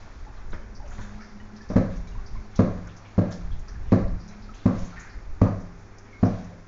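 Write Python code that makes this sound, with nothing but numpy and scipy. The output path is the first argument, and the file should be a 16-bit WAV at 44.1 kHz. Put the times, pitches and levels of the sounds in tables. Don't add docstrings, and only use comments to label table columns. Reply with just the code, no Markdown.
import sys
import numpy as np
from scipy import signal
from scipy.io import wavfile
from scipy.ndimage import uniform_filter1d

SR = 44100
rng = np.random.default_rng(int(sys.argv[2]) if len(sys.argv) > 2 else 0)


def unload_audio(sound):
    columns = np.transpose(np.atleast_2d(sound))
    steps = np.round(np.clip(columns, -1, 1) * 32767)
    wavfile.write(sys.argv[1], SR, steps.astype(np.int16))


def ratio_of_db(decibels):
    return 10 ** (np.asarray(decibels, float) / 20)


N = 294527


def rms_one(x):
    return x / np.sqrt(np.mean(x ** 2) + 1e-20)


def at_hz(points, hz):
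    point_hz, value = np.transpose(points)
    return np.interp(np.log(hz), np.log(point_hz), value)


def band(x, low_hz, high_hz):
    return signal.sosfilt(signal.butter(2, [low_hz, high_hz], "band", fs=SR, output="sos"), x)


def drift(rate_hz):
    r = np.exp(-80 * np.pi * rate_hz / SR)
    slow = signal.lfilter([1], [1, -2 * r, r * r], rng.standard_normal(N // 40 + 2002))
    slow = rms_one(slow[2000:])
    return np.interp(np.arange(N) / 40, np.arange(len(slow)), slow)


def ring(clicks, hz, t60_s):
    r = ratio_of_db(-60 / (t60_s * SR))
    w = 2 * np.pi * hz / SR
    return signal.lfilter([0, np.sin(w)], [1, -2 * r * np.cos(w), r * r], clicks + 1e-18)


def add(out, s, sound):
    i = round(s * SR)
    out[i:i + len(sound)] += sound[:N - i]


def grains(per_s, spread_db, low_hz, high_hz, cycles):
    sizes = ratio_of_db(spread_db * np.minimum(rng.exponential(1, N), 5)) * rng.choice([-1, 1], N)
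    clicks = sizes * (rng.random(N) < per_s / SR)
    dealt = rng.integers(0, 14, N)
    pitches_hz = np.geomspace(low_hz, high_hz, 14)
    return rms_one(sum(ring(clicks * (dealt == k), hz, cycles / hz) for k, hz in enumerate(pitches_hz)))


# frequency in Hz, level in dB.
HUM_LINES = [
    (100, -48.5),
    (200, -67.5),
    (300, -82.5),
    (400, -63),
]
# frequency in Hz, density in dB per Hz.
AIR_SPECTRUM = [(35, -4), (65, -11.5), (109, 0), (152, -10.5), (206, -2), (396, -8), (560, -12),
                (1000, -14), (1500, -13.5), (2400, -22), (2900, -26), (4000, -31), (6350, -23.5),
                (7600, -44.5)]


def fan():
    t = np.arange(N) / SR
    hum = np.zeros(N)
    for hz, level_db in HUM_LINES:
        hum += ratio_of_db(level_db + 0.5 + 3.1 * drift(0.47)) * np.sin(2 * np.pi * hz * t + 0.28 * drift(5.0))
    edges_hz = 40 * 2 ** np.arange(0, 7.7, 1 / 4)
    white = rng.standard_normal((2, N))
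    rush = np.zeros(N)
    for k, (low, high) in enumerate(zip(edges_hz, edges_hz[1:])):
        patch_db = at_hz(AIR_SPECTRUM, np.sqrt(low * high)) + 0.64 * drift(24)
        rush += ratio_of_db(patch_db) * band(white[k % 2], low, high)
    return hum + ratio_of_db(-52.5) * rms_one(rush)


# centre in seconds, peak in dB, length in seconds.
DRAUGHT_GUSTS = [(0.037, -44.5, 0.052), (0.256, -41, 0.15), (0.386, -40.5, 0.062), (0.529, -30.5, 0.15),
                 (0.715, -42, 0.1), (0.797, -35.5, 0.031), (0.898, -36.5, 0.079), (1.007, -37, 0.13),
                 (1.158, -39.5, 0.079), (1.43, -44.5, 0.12), (1.78, -31, .12), (1.97, -31.5, 0.19),
                 (2.191, -31.5, 0.14), (2.361, -29.5, .1), (2.7, -37.5, 0.32), (3.27, -44, .1),
                 (3.437, -46, 0.047), (3.526, -26.5, 0.18), (3.794, -32, 0.12), (3.89, -25.5, 0.046),
                 (4.04, -30, .06), (4.103, -25, 0.14), (4.513, -53.5, 0.19), (4.81, -27.5, 0.082),
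                 (5.177, -37.5, 0.042), (5.306, -31, 0.087), (5.489, -38.5, 0.32), (6.326, -39.5, 0.091)]


def draught():
    lull_db = -46
    low_pass = signal.butter(2, 36, fs=SR, output="sos")
    lumps = signal.sosfilt(low_pass, band(rng.standard_normal(N), 5.3, 190))
    lumps = lumps / np.sqrt(uniform_filter1d(lumps ** 2, size=5000) + 1e-12)
    t = np.arange(N) / SR
    gusts = sum(ratio_of_db(db) * np.exp(-(2 * (t - s) / length_s) ** 2) for s, db, length_s in DRAUGHT_GUSTS)
    return (ratio_of_db(lull_db + 2.2 * drift(2.1)) + gusts) * lumps


# time in seconds, level in dB.
FLOW = [(0.0, -60.5), (0.8, -67.5), (0.95, -60.5), (1.13, -60), (1.38, -65), (1.6, -62.5), (1.77, -61.5),
        (2.16, -62.5), (3.31, -62), (3.64, -63.5), (4.54, -63), (4.74, -58.5), (4.95, -59.5), (5.21, -64.5),
        (6.06, -67), (6.34, -58.5), (6.53, -63.5), (6.68, -69.5)]


def runoff():
    gurgle_db, gurgle_follows = -57.5, 0.94
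    fizz_db, fizz_follows = -65, 2.2
    flow_s, level_db = np.transpose(FLOW)
    flow_db = np.interp(np.arange(N) / SR, flow_s, level_db)
    flow_db = flow_db - flow_db.mean()
    gurgle = grains(2500 * ratio_of_db(3.0 * drift(8)), 2.5, 700, 2500, cycles=12.0)
    fizz = grains(5000 * ratio_of_db(3.0 * drift(12)), 2.5, 2600, 7500, cycles=3.0)
    gurgle = gurgle * ratio_of_db(gurgle_db + gurgle_follows * flow_db)
    return gurgle + fizz * ratio_of_db(fizz_db + fizz_follows * flow_db)


# start in seconds, peak in dB, frequency in Hz, T60 in seconds.
BUBBLES = [(0.266, -34.5, 844, .12), (0.375, -43, 1187, .13), (0.62, -49, 3060, .1), (0.799, -40, 871, .3),
           (0.839, -38, 575, .29), (1.177, -40, 880, .07), (1.192, -36, 1260, 0.065),
           (1.399, -44, 2970, .1), (1.399, -35, 1920, .051), (1.607, -36.5, 1730, 0.089),
           (2.072, -41.5, 2300, 0.066), (2.365, -42, 2200, .1), (2.0767, -48, 3880, .13),
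           (2.1226, -44, 2830, .064), (2.152, -31.5, 960, .047), (2.182, -38.5, 1112, .15),
           (2.353, -34, 1025, .083), (3.515, -40.5, 3300, .076), (3.753, -40.5, 1730, .08),
           (4.286, -48, 4030, .1), (4.49, -32, 1300, 0.075), (4.926, -37.5, 1360, .18),
           (4.972, -33, 1808, 0.2), (5.032, -48, 4360, 0.067), (5.06, -40, 1630, .1),
           (5.465, -51, 4730, .2), (5.798, -50, 856, .09), (6.127, -39.5, 2150, 0.22),
           (6.51, -39, 547, 0.28)]


def drops():
    rise_hz_per_s, sag_above_hz, attack_s = 490, 2400, 0.0018
    out = np.zeros(N)
    t = np.arange(SR // 3) / SR
    wobble = 1.5 * drift(40)
    for s, peak_db, hz, t60_s in BUBBLES:
        glide = rise_hz_per_s if hz < sag_above_hz else -2 * rise_hz_per_s
        phase = 2 * np.pi * (hz * t + glide * t ** 2 / 2)
        phase = phase + np.resize(wobble[round(s * SR):], len(t))
        envelope = ratio_of_db(peak_db - 5.5 - 60 * t / t60_s) * (1 - np.exp(-t / attack_s))
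        add(out, s, envelope * np.sin(phase))
    return out


# start in seconds, peak in dB, centre in Hz, length in seconds.
FINE_SPRAYS = [(0.507, -49, 6600, 0.013), (0.752, -42.5, 5330, 0.027), (0.878, -42, 5850, 0.014),
               (0.896, -48, 6770, .088), (1.01, -45, 6840, .04), (1.207, -48.5, 5240, .09),
               (1.564, -39.5, 5280, 0.014), (1.616, -48.5, 5170, 0.031), (1.691, -45, 5550, 0.038),
               (2.073, -49, 6000, 0.032), (1.96, -46, 5900, 0.026), (2.262, -44, 5220, .036),
               (2.56, -33.5, 5700, .013), (2.874, -39.5, 6200, .006), (2.968, -42.5, 5790, 0.02),
               (3.309, -42.5, 6900, 0.04), (3.321, -37.5, 5000, 0.024), (3.595, -44, 6700, 0.0099),
               (3.685, -40, 5400, 0.017), (4.082, -43, 4650, 0.009), (4.198, -49.5, 5150, 0.061),
               (4.279, -43, 5900, 0.026), (4.425, -44, 4770, 0.021), (4.788, -43, 6090, 0.039),
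               (4.848, -40, 6590, 0.022), (4.999, -36, 6630, 0.02), (5.095, -47.5, 4830, 0.036),
                (5.985, -37.5, 5870, 0.0077), (6.252, -42, 5440, 0.027), (6.445, -47.5, 6100, 0.016)]
# start in seconds, peak in dB, centre in Hz.
SHORT_BURSTS = [(0.364, -49.5, 3450), (0.523, -45, 3700), (0.533, -45.5, 4760), (0.923, -45.5, 2930),
                (0.856, -49.5, 2710), (0.984, -51, 3580), (1.015, -46, 3380), (1.94, -52, 2720),
                (2.075, -52, 3930), (2.576, -44, 2750), (2.889, -45, 3000), (3.053, -42.5, 2570),
                (3.2765, -48.5, 2630), (3.316, -41, 3570), (2.556, -41, 3620), (3.525, -49, 3470),
                (3.856, -50, 2670), (3.874, -56, 3000), (3.91, -47, 2830), (4.538, -44, 3000),
                (4.546, -46, 6950), (4.555, -48, 4800), (4.59, -47, 3500), (4.654, -48, 2530),
                (5.419, -39.5, 2690), (5.6, -52.5, 6040), (5.785, -53.5, 6200), (6.1265, -55, 2700),
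                (6.213, -56, 4070)]
# start in seconds, peak in dB, centre in Hz, length in seconds.
DULL_SLOSHES = [(0.533, -26, 1550, 0.0088), (0.548, -43.5, 1800, 0.03), (1.013, -40.5, 1510, 0.058),
                (0.914, -36.5, 1260, 0.03), (0.984, -27.5, 1425, 0.0091), (1.205, -38.5, 1720, .04),
                (2.871, -38.5, 1500, 0.026), (3.317, -36, 1340, 0.023), (3.685, -41, 1550, .027),
                (4.685, -33, 1030, 0.07), (4.962, -39, 1780, 0.13), (5.0594, -53, 1560, 0.056),
                (5.458, -21.5, 970, 0.02), (6.05, -48, 2110, .047), (6.247, -31, 1000, 0.047)]


def sprays():
    attack_s, spatter_s = 0.004, 0.031
    spray_octaves, spatter_octaves, slosh_octaves = 0.38, 0.54, 0.88
    bursts = [(*row, spray_octaves) for row in FINE_SPRAYS]
    bursts += [(*row, spatter_s, spatter_octaves) for row in SHORT_BURSTS]
    bursts += [(*row, slosh_octaves) for row in DULL_SLOSHES]
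    out = np.zeros(N)
    droplets = grains(9000, 2.5, 900, 7800, cycles=3.0)
    t = np.arange(SR // 4) / SR
    for s, peak_db, hz, length_s, octaves in bursts:
        i = round(s * SR)
        half = 2 ** (octaves / 2)
        crackle = np.resize(droplets[i:i + len(t)], len(t))
        crackle = band(crackle, hz / half ** 2, hz * half ** 2)
        crackle = rms_one(band(crackle, hz / half, hz * half))
        envelope = (1 - np.exp(-t / attack_s)) * np.exp(-t / length_s)
        add(out, s - attack_s, ratio_of_db(peak_db - 7.5) * crackle * envelope)
    return out


# start in seconds, strength in dB, then boom, wall and slap in dB re the tub's usual ring.
BLOWS = [
    (0.531, -33, -9, 13, 15),
    (0.985, -33.5, 15.5, 1.5, 15.5),
    (1.7005, -15, -4, 8.5, 5.5),
    (1.758, 1, -1, -2, -2.5),
    (2.5902, 1, 0.5, 0, -2),
    (3.1787, -1, 0, 1.5, -7),
    (3.9196, 2, 0.5, 0.5, -2),
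    (4.656, -1, 0, -1, -3),
    (5.4146, -1, 5.5, 1.5, -0.5),
    (6.2282, -0.5, 0.5, -1, -10.5),
]
# frequency in Hz, level in dB, T60 in seconds, first swing (1 out, -1 in).
TUB_MODES = [(60, -14, .06, 1), (98, -15.5, .5, 1), (104, -19, .4, 1), (149, -23, .33, 1),
             (173, -12, .45, 1), (191, -10.5, .33, 1), (226, -22, .3, 1), (265, -1.5, .12, -1),
             (303, -7, .4, 1), (415, -14, .11, -1), (513, -15, .18, -1), (580, -8.5, .28, -1),
             (640, -14, .15, -1)]
# frequency in Hz, level in dB, T60 in seconds.
WALL_MODES = [(363, -34.5, 0.021), (480.6, -38, 0.04), (575, -32, 0.021), (661, -50.5, 0.044),
              (820, -57, 0.0067), (1034, -33, 0.0092), (1150, -52, 0.015), (1550, -48.5, 0.016),
              (1888, -70, 0.0064), (2200, -64, 0.0035), (3950, -51, 0.0027), (5450, -48, 0.00091)]


def thumps():
    contact_s, rim_db = 0.0046, 4
    suck_db = -14
    s, strength_db, boom_db, wall_db, slap_db = np.transpose(BLOWS)
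    out = np.zeros(N)
    t = np.arange(SR // 4) / SR
    push = np.sin(np.pi * np.clip(t / contact_s, 0, 1))
    unit_push = push * np.pi / (2 * contact_s * SR)

    shape = (len(s), len(t))
    lumps = rng.standard_normal(shape) * (rng.random(shape) < 4000 / SR)
    lumps = lumps * np.clip(t / 0.0015, 0, 1) * (np.exp(-t / 0.01) + 0.5 * np.exp(-t / 0.05))
    at = np.round(s * SR).astype(int)
    lumps = lumps * ratio_of_db(2 * drift(60)[at[:, None] + np.arange(len(t))])

    chance_db = rng.standard_normal((len(s), len(TUB_MODES)))
    for k, (hz, level_db, t60_s, swing) in enumerate(TUB_MODES):
        part_db = boom_db if hz < 130 else wall_db if hz > 350 else rim_db * (hz > 220)
        sizes = ratio_of_db(strength_db + part_db + level_db + chance_db[:, k])
        pushes = np.zeros(N)
        for start_s, size in zip(s, sizes):
            add(pushes, start_s, swing * size * unit_push)
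        out += ring(pushes, hz, t60_s)
    for start_s, size in zip(s, ratio_of_db(strength_db + suck_db)):
        add(out, start_s, -size * push / push.max())
    for hz, level_db, t60_s in WALL_MODES:
        sizes = ratio_of_db(strength_db + level_db + (slap_db if hz > 900 else wall_db))
        rattle = np.zeros(N)
        for start_s, size, slump in zip(s, sizes, lumps):
            add(rattle, start_s, size * slump)
        out += ring(rattle, hz, min(t60_s, 24 / hz))
    return out


# frequency in Hz, T60 in seconds.
ROOM_DECAY = [
    (80, 0.94),
    (250, 0.38),
    (800, 0.55),
    (3000, 0.57),
    (7000, 0.5),
]


def room(x):
    t = np.arange(SR) / SR
    white = rng.standard_normal((2, SR))
    edges_hz = 40 * 2.0 ** np.arange(9)
    tail = np.zeros(SR)
    for k, (low, high) in enumerate(zip(edges_hz, edges_hz[1:])):
        tail += band(white[k % 2], low, high) * ratio_of_db(-60 * t / at_hz(ROOM_DECAY, low * 2 ** 0.5))
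    tail = tail * np.clip((t - 0.008) / 0.015, 0, 1)
    x = signal.sosfilt(signal.butter(2, 200, "high", fs=SR, output="sos"), x)
    return signal.fftconvolve(x, tail / np.sqrt(np.sum(tail ** 2)))[:N]


# start in seconds, end in seconds, frequency in Hz, level in dB.
MOTOR_SPELLS = [
    (0.596, .84, 212.6, -59.5),
    (0.91, 1.652, 209, -51),
    (2.307, 2.586, 208.6, -56.5),
    (4.196, 4.554, 207, -53.5),
]


def drone():
    fade_s, waver_hz = 0.036, 3.74
    out = np.zeros(N)
    t = np.arange(N) / SR
    flutter = ratio_of_db(3.0 * drift(20))
    waver = 2 * np.pi * np.cumsum(waver_hz * drift(6.45)) / SR
    for start_s, end_s, hz, level_db in MOTOR_SPELLS:
        fade = np.clip(np.minimum(t - start_s, end_s - t) / fade_s, 0, 1)
        out += fade * ratio_of_db(level_db + 7) * flutter * np.sin(2 * np.pi * hz * t + waver)
    return out


def scene():
    room_db, spray_room_db = -7, -11.5
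    tub = thumps()
    water = sprays() + drops() + runoff()
    echo = room(ratio_of_db(room_db) * tub + ratio_of_db(spray_room_db) * water)
    return (tub + water + echo + draught() + fan() + drone())[None, :]


def top_cut(x):
    return signal.sosfilt(signal.butter(12, 7650, fs=SR, output="sos"), x)


def record(dry):
    x = signal.sosfilt(signal.cheby2(10, 45, 8100, fs=SR, output="sos"), dry)
    dip = signal.lfilter(*signal.iirpeak(2950, 3.5, fs=SR), x)
    mix = 0.95 * np.tanh((x - 0.45 * dip) / 0.95)
    return top_cut(mix)


dry = scene()
out = record(dry)
unload_audio(out)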